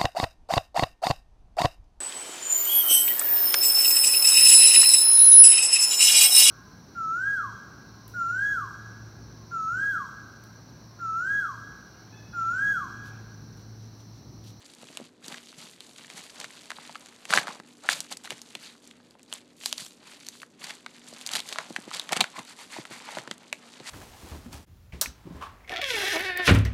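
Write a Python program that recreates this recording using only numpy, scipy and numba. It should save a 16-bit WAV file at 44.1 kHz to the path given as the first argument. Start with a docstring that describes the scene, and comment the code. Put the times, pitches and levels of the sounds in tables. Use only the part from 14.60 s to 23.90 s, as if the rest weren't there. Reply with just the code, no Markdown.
"""At a wooden table in a quiet room, hands tear open and crinkle a padded paper mailer beside a phone on that table.
Each buckling crease snaps as a short damped ring of its own pitch, with a burst of neighbouring creases.
Crackle and tearing are swarms of such rings over a denser swarm of rubbed fibres; slides sing in the hollow mailer.
The table thumps and rumbles as damped modes and faint pushes; an appliance hums as wavering sines over air noise."""
import sys
import numpy as np
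from scipy import signal
from scipy.fft import rfft, irfft
from scipy.io import wavfile
from scipy.ndimage import uniform_filter1d
from numba import njit

SR = 44100
rng = np.random.default_rng(int(sys.argv[2]) if len(sys.argv) > 2 else 0)


def digitize_waveform(pressure):
    """Quantize a signal to 16-bit integers and store it at the path in sys.argv[1].

    Rows of a 2-D input are taken as channels; values are limited to [-1, 1].
    """
    field = np.atleast_2d(pressure).T
    bounded = np.clip(field, -1, 1)
    quanta = np.round(bounded * 32767).astype(np.int16)
    wavfile.write(sys.argv[1], SR, quanta)


N = 410130


def undb(db):
    """Gain of a level in dB."""
    return 10 ** (np.asarray(db) / 20)


def level(x, db):
    """Scale to an rms level in dB."""
    return x * undb(db) / np.sqrt(np.mean(x ** 2))


def curve(table, s):
    """Value of a (t/s, value) table at the given times."""
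    return np.interp(s, *np.transpose(table))


def colour(x, points):
    """Causal minimum-phase filter with the gain of (f/Hz, level/dB) points, from the folded cepstrum."""
    hz, db = np.transpose(points)
    size = 4096
    bin_hz = np.arange(size // 2 + 1) * SR / size
    gain_db = np.interp(np.log(bin_hz + 1), np.log(hz), db)
    cepstrum = irfft(np.log(undb(gain_db)))
    cepstrum[1:size // 2] *= 2
    cepstrum[size // 2 + 1:] = 0
    kernel = irfft(np.exp(rfft(cepstrum)))
    return signal.fftconvolve(x, kernel)[:len(x)]


def walk(rate):
    """Gliding random control: a new normal value each 1 / rate s, smoothed over the same time; spread near 1."""
    hold = int(SR / rate)
    steps = np.repeat(rng.standard_normal(N // hold + 1), hold)
    return uniform_filter1d(steps, hold)[:N]


@njit
def rings(n, sr, s, hz, t60, size, rise):
    """Damped sines that start at the given times and swell with a time constant of `rise` cycles."""
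    y = np.zeros(n)
    for k in range(len(s)):
        turn = np.exp(2j * np.pi * hz[k] / sr - np.log(1000) / (t60[k] * sr))
        z, start = size[k] + 0j, int(s[k] * sr)
        shut, closing = 1., np.exp(-hz[k] / (rise * sr))
        for i in range(start, min(n, start + int(t60[k] * sr))):
            y[i] += z.imag * (1 - shut)
            z, shut = z * turn, shut * closing
    return y


def creases(s, hz, cycles, size):
    """A crease dies away over a number of cycles, so small bright ones are the shortest."""
    hz = np.clip(hz, 150, .4 * SR)
    return rings(N, SR, s, hz, cycles / hz, size, rise=0.13)


def rattle(s, hz, cycles, size, t60, db, octaves, count, lead=0):
    """Each crease sets off neighbours of other pitches, weaker with distance in time; a share leads up to it."""
    lag, pitch, sign = rng.random((len(s), count, 3)).T
    lag = lag - lead  # in units of t60
    near_s = s + t60 * lag
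    near_hz = hz * 2 ** (octaves * (2 * pitch - 1))
    near_size = size * undb(db - 60 * np.abs(lag)) * np.sign(sign - .5)
    neighbours = creases(near_s.ravel(), near_hz.ravel(), cycles, near_size.ravel())
    return creases(s, hz, cycles, size) + neighbours


def swarm(folding, centre_hz, octaves, cycles, spread_db, sag, count, drift=0.15, near=0.74):
    """Many creases at random moments, unequal by spread_db; large folds lower the pitch by sag; rms 1."""
    when, pitch, big, sign = rng.random((count, 4)).T
    s = when * N / SR
    size = undb(-spread_db * np.clip(np.log(1 - big), -3.2, 0)) * np.sign(sign - .5)
    # octaves: the centre pitch of the swarm drifts up and down at random
    wander = drift * walk(14)[(when * N).astype(int)]
    lowering = sag * curve(folding, s)  # sag: octaves per dB
    hz = centre_hz * 2 ** (octaves * (2 * pitch - 1) - lowering + wander)
    return level(rattle(s, hz, cycles, size, t60=.012, db=4.5, octaves=near, count=5), 0)


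# appliance hum partials, before they waver: f/Hz, rms level/dB
HUM_PARTIALS = [(242.2, -65.5), (290.7, -71)]
# spectrum of the room's air noise: f/Hz, relative level/dB
AIR_SPECTRUM = [(40, -20.5), (125, -3), (240, 4), (480, -1), (900, -13), (2000, -23), (4700, -32),
                (5100, -45), (9700, -37.5), (14000, -74)]
AIR_DB = -60.5  # rms


def room_tone():
    """Appliance hum: sines wavering in level and phase, over soft coloured air noise."""
    t = np.arange(N) / SR
    hum = np.zeros(N)
    for hz, db in HUM_PARTIALS:
        gain = np.sqrt(2) * undb(db + 3.4 * walk(6))
        hum += gain * np.sin(2 * np.pi * (hz * t + 0.27 * walk(9.8)))
    air = level(colour(rng.standard_normal(N), AIR_SPECTRUM), AIR_DB)
    return hum + air


def echo(x, t60, db):
    """The room answers with a short decaying noise tail after a 4 ms gap."""
    t = np.arange(int(t60 * SR)) / SR
    tail = rng.standard_normal(len(t)) * undb(-60 * t / t60) * (t > .004)
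    tail /= np.sqrt(np.sum(tail ** 2))
    return x + undb(db) * signal.fftconvolve(x, tail)[:N]


# fingers and mailer bump the table: t/s, nominal level/dB
TABLE_BUMPS = [(0.232, -46.5), (0.303, -48), (0.401, -43.5), (0.414, -44), (1.294, -49), (2.775, -34.5),
               (3, -45), (3.72, -40), (3.955, -47), (6.529, -45), (7.106, -39), (7.186, -41.5),
               (7.278, -42.5), (7.617, -32.5), (7.788, -37), (8.186, -37), (8.31, -42), (8.571, -41),
               (8.587, -40), (8.677, -42), (8.712, -43.5), (9.204, -44.5)]
# table-top modes: f/Hz, nominal level/dB against the bump, t60/s
TABLE_MODES = [(125.7, 6, 0.074), (229, 9, 0.027), (341, 9, 0.02), (570, 18, 0.0048)]


def bumps():
    """A soft push rings the table modes in a random mix; the padded paper knocks along with it."""
    s, db = np.transpose(TABLE_BUMPS)
    thump = np.zeros(N)
    for hz, mode_db, t60 in TABLE_MODES:
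        size = undb(db + mode_db + 5.0 * rng.standard_normal(len(s)))
        thump += rings(N, SR, s, hz + 0 * s, t60 + 0 * s, size, rise=0.55)
    knock = rattle(s, 520 + 0 * s, 4.1, undb(db + 6.0), t60=0.068, db=3.0, octaves=1.0, count=12, lead=0.29)
    return thump + knock


def gestures(t, rows, rise_db_s, fall_db_s):
    """Power of each gesture (it builds, holds, dies away) and the last column of its row."""
    for s, held, db, last in rows:
        early = np.maximum(s - t, 0)
        late = np.maximum(t - s - held, 0)
        yield undb(2 * (db - rise_db_s * early - fall_db_s * late)), last


# hands rest on and knead the mailer: t/s, crackle drive level/dB, dull-fold level/dB against the crackle
KNEADING_CURVE = [(0.0, -58, -9), (0.41, -51.5, -7), (0.62, -78, -1), (0.85, -54, -15), (1.18, -56, -14.5),
                  (1.5, -51, -10), (2.2, -51.5, -6.5), (3.2, -61, -7.5), (3.96, -56.5, -9.5),
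                  (4.67, -67.5, -6.5), (5.38, -63.5, -1), (5.48, -55, -4.5), (5.82, -53, -25),
                  (5.948, -70, -2), (6.581, -48, -10), (7.67, -52.5, 0), (7.959, -56, -6.5), (8.6, -50, 2),
                  (8.86, -60.5, -2), (9.13, -53, -4.5)]
# tugs and squeezes crumple the paper: full at t/s, held/s, crackle drive level/dB, dull-fold level/dB
TUG_GESTURES = [(0.691, 0.043, -43.5, -6.5), (1.03, 0.033, -45, -11.5), (1.564, 0.012, -46, -6.5),
                (1.8, 0.008, -47, -2), (2.82, 0.077, -43, 2.5), (3.34, 0.014, -37, -9.5),
                (3.745, 0.0048, -47, -8), (4.731, 0.027, -48.5, -10), (5.059, 0.0049, -36, -27),
                (5.209, 0.007, -36.5, -19), (6.038, 0.065, -42, -7.5), (6.89, .01, -42, -12),
                (6.99, 0.0067, -43.5, 4), (7.354, 0.017, -39, -9.5)]
TUG_RISE_DB_S, TUG_FALL_DB_S = 278, 196
# quick rips where the paper gives way: full at t/s, held/s, crackle drive level/dB, dull-fold level/dB
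RIP_GESTURES = [(0.641, 0.049, -47, -9), (0.986, 0.0074, -43.5, -14), (2.701, 0.063, -32, -5.5),
                (2.751, 0.038, -21.5, -5), (3.239, 0.034, -45, 2.5), (3.296, 0.034, -30, -12.5),
                (3.409, 0.0061, -58, -20), (3.518, 0.0092, -30.5, -10), (3.651, 0.0064, -39, -5),
                (3.712, 0.014, -39, -5.5), (6.712, 0.076, -32.5, -9), (6.924, 0.0041, -35.5, -9),
                (7.525, 0.0021, -28.5, 2.5), (7.568, 0.0017, -30, 0.5), (7.608, 0.0013, -27.5, 5.5)]
RIP_RISE_DB_S, RIP_FALL_DB_S = 1115, 1015


def handling():
    """Summed drive of all gestures, and the dull share led by the strongest of the moment (dB, each ms)."""
    t = np.arange(0, N / SR, .001)
    s, db, dull_db = np.transpose(KNEADING_CURVE)
    power = undb(2 * np.interp(t, s, db))
    dull = power * np.interp(t, s, dull_db)
    tugs = gestures(t, TUG_GESTURES, TUG_RISE_DB_S, TUG_FALL_DB_S)
    rips = gestures(t, RIP_GESTURES, RIP_RISE_DB_S, RIP_FALL_DB_S)
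    for gesture_power, gesture_dull_db in (*tugs, *rips):
        power = power + gesture_power
        dull = dull + gesture_power * gesture_dull_db
    effort = np.transpose([t, 10 * np.log10(power)])
    folding = np.transpose([t, dull / power])
    return effort, folding


def rumble():
    """The hands shake the table top in a patter of faint pushes, most when they press large folds."""
    effort, folding = handling()
    t = np.arange(N) / SR
    patter = swarm(folding, centre_hz=211.0, octaves=0.98, cycles=4.4, spread_db=6.0, sag=0, count=900)
    return undb(curve(effort, t) + curve(folding, t) / 2 - 10.5) * patter


# skin and paper slide along the mailer: full at t/s, held/s, drive level/dB, brightness/dB per octave
SLIDE_GESTURES = [(4.029, 0.069, -53, 6), (5.47, 0.07, -59.5, 2), (7.767, 0.023, -47.5, -14.5),
                  (7.895, 0.02, -49.5, 2), (7.995, 0.027, -49.5, -6), (8.125, 0.056, -45.5, -3.5),
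                  (8.32, 0.042, -47, -9), (8.45, 0.13, -49, -6), (9.277, 0.074, -40.5, -1.5)]
# resonances of the hollow mailer: f/Hz, level/dB against the slide's swell
POCKET_RESONANCES = [(1020, -12), (2250, -3.5), (4450, -6.5)]


def slides(fibres, folding):
    """Each slide is a swell of rubbed fibres that sings in the wandering resonances of the hollow mailer."""
    t = np.arange(0, N / SR, .001)
    rows = list(gestures(t, SLIDE_GESTURES, 2 * TUG_RISE_DB_S, 2 * TUG_FALL_DB_S))

    def swell(octave):
        """Slide envelope, tilted by each slide's brightness."""
        power = sum(p * undb(2 * tilt * octave) for p, tilt in rows)
        return np.interp(np.arange(N) / SR, t, np.sqrt(power))

    sung = np.zeros(N)
    for hz, db in POCKET_RESONANCES:
        octave = np.log2(hz / POCKET_RESONANCES[1][0])  # from the middle resonance
        resonance = swarm(folding, hz, octaves=0.087, cycles=13.0, spread_db=-0.5, sag=0,
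                          drift=0.11, near=0.14, count=2000)
        sung += undb(db) * swell(octave) * resonance
    return undb(1.8 * walk(40)) * (undb(-1.5) * swell(0) * fibres + sung)


RUB_DB = -7  # rubbed fibres against the crackle drive, before they flutter


def crackle():
    """Clumped crackle and the dense slip of rubbed fibres share the handling; large folds add the dull part."""
    t = np.arange(N) / SR
    effort, folding = handling()
    bright_db, dull_db = curve(effort, t), curve(folding, t)
    bright = swarm(folding, centre_hz=3500, octaves=0.81, cycles=9.3, spread_db=1.5, sag=0.015, count=6000)
    dull = swarm(folding, centre_hz=886, octaves=0.96, cycles=15.0, spread_db=1.0, sag=0, count=5000)
    fibres = swarm(folding, centre_hz=3250, octaves=1.29, cycles=5.5, spread_db=0.0, sag=0.049, count=24000)
    # lone fibres let go
    ticks = swarm(folding, centre_hz=4100, octaves=0.9, cycles=4.9, spread_db=1.0, sag=0, count=450)

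    # above -31 dB drive the bright crackle grows more slowly, so fibres and dull creases carry hard rips
    clumps_db = 3.76 * walk(120) - 0.64 * np.maximum(bright_db + 31, 0)
    handled = undb(clumps_db - 5.5) * bright
    handled += undb(RUB_DB + 1.1 * walk(45)) * fibres
    handled += undb(dull_db + 1.6 * walk(100)) * dull
    handled *= undb(bright_db + 2.0 * walk(30))
    lone = undb(np.minimum(bright_db, -50) - 7) * ticks
    return handled + lone + slides(fibres, folding)


# single loud creases: t/s, nominal ring level/dB, f/Hz
LOUD_CREASES = [(0.3726, -19, 3620), (0.6824, -24.5, 5000), (0.7438, -26, 1490), (1.206, -30.5, 3870),
                (1.5012, -27.5, 2580), (1.801, -24, 5060), (1.813, -25.5, 2380), (1.844, -22.5, 2430),
                (2.1045, -18.5, 1940), (2.117, -22, 1570), (2.186, -37, 1090), (2.295, -29, 920),
                (2.3555, -24.5, 1610), (2.654, -23.5, 2680), (2.706, -18, 1780), (2.7275, -9.5, 1510),
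                (2.737, -4, 1780), (2.7748, -5, 1760), (2.7851, -15.5, 1930), (2.871, -21.5, 1690),
                (2.8809, -20, 1430), (2.8887, -29, 2500), (2.9999, -30, 1940), (3.2897, -5.5, 1870),
                (3.3297, -17.5, 5200), (3.405, -16.5, 5900), (3.571, -24, 6260), (3.675, -31, 1500),
                (3.7055, -16.5, 3080), (3.817, -27.5, 6540), (3.952, -18.5, 2720), (4.275, -34.5, 6350),
                (4.312, -39, 2980), (4.402, -45.5, 1470), (4.509, -42.5, 4770), (4.553, -44.5, 800),
                (4.595, -42.5, 2680), (4.6306, -38.5, 6660), (4.727, -19.5, 2740), (4.7374, -23, 7640),
                (5.0366, -26, 2800), (5.059, -8.5, 4600), (5.1276, -15, 4370), (5.1801, -24, 4930),
                (5.264, -27, 4970), (5.667, -28, 5900), (5.687, -22, 6350), (5.8186, -30.5, 2440),
                (5.8317, -30, 1670), (6.0427, -24.5, 4940), (6.1073, -24.5, 2200), (6.263, -24, 1920),
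                (6.613, -26.5, 3460), (6.664, -18.5, 4700), (6.673, -20, 6300), (6.691, -23, 3060),
                (6.7157, -23, 5100), (6.7359, -15.5, 4600), (6.7533, -11.5, 3700), (6.759, -14, 3940),
                (6.7657, -16, 4270), (6.792, -23, 4200), (6.803, -20.5, 3800), (6.8894, -23, 4730),
                (6.959, -22, 1320), (6.9857, -12, 1880), (7.1631, -16.5, 2140), (7.3136, -25.5, 1310),
                (7.347, -22, 5000), (7.3969, -17.5, 3800), (7.492, -20, 2290), (7.5224, -15, 6200),
                (7.531, -8, 3200), (7.5658, -17.5, 2980), (7.572, -14, 3430), (7.607, -4, 3430),
                (7.6109, -3, 3000), (7.6417, -17, 1940), (7.7919, -24, 2540), (8.1651, -25, 760),
                (8.253, -27, 1890), (8.479, -32, 1030), (8.489, -26.5, 1110), (8.551, -29, 3000),
                (8.571, -23, 613), (8.5858, -20, 2100), (8.6758, -26.5, 1860), (8.7127, -16.5, 2220),
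                (8.9282, -13.5, 2590)]


def snaps():
    """Each loud crease: a ring with a burst of neighbours, a sharp tick and the dull flex of the sheet."""
    s, db, hz = np.transpose(LOUD_CREASES)
    ring = rattle(s, hz, 9.0, undb(db), t60=.016, db=0.5, octaves=.5, count=16, lead=0.0595)
    tick = creases(s, 1.9 * hz, 2.5, undb(db + 6.5))
    flex_hz = 550 + 500 * rng.random(len(s))
    flex_size = undb(db - 15.5) * 2000 / hz  # low creases flex the sheet more
    flex = creases(s + 0.0014, flex_hz, 15.0, flex_size)
    return ring + tick + flex


# a thin sheet radiates little bass: f/Hz, level/dB
SHEET_RADIATION = [(150, -26), (500, -6), (900, 0)]
# microphone response: f/Hz, level/dB
MIC_RESPONSE = [(60, -42.5), (110, -17), (160, 1), (2500, -1.5), (4700, 3.5), (5100, -1), (7500, 6.5),
                (11000, 5), (14500, -4), (16400, -32)]


def scene():
    """Paper with the room's short echo, and the shaken table, as the microphone colours them, over room tone."""
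    paper = echo(colour(crackle() + snaps(), SHEET_RADIATION), t60=0.15, db=-16.0)
    close = colour(paper + bumps() + rumble(), MIC_RESPONSE)
    return (close + room_tone())[None]


TOP_HZ = 16500


def record(dry):
    """The phone rounds the loudest peaks and cuts the top with a steep low-pass."""
    rounded = .8 * np.tanh(dry / .8)
    low_pass = signal.ellip(12, .2, 110, TOP_HZ, fs=SR, output="sos")
    return signal.sosfilt(low_pass, rounded)


dry = scene()
out = record(dry)
digitize_waveform(out)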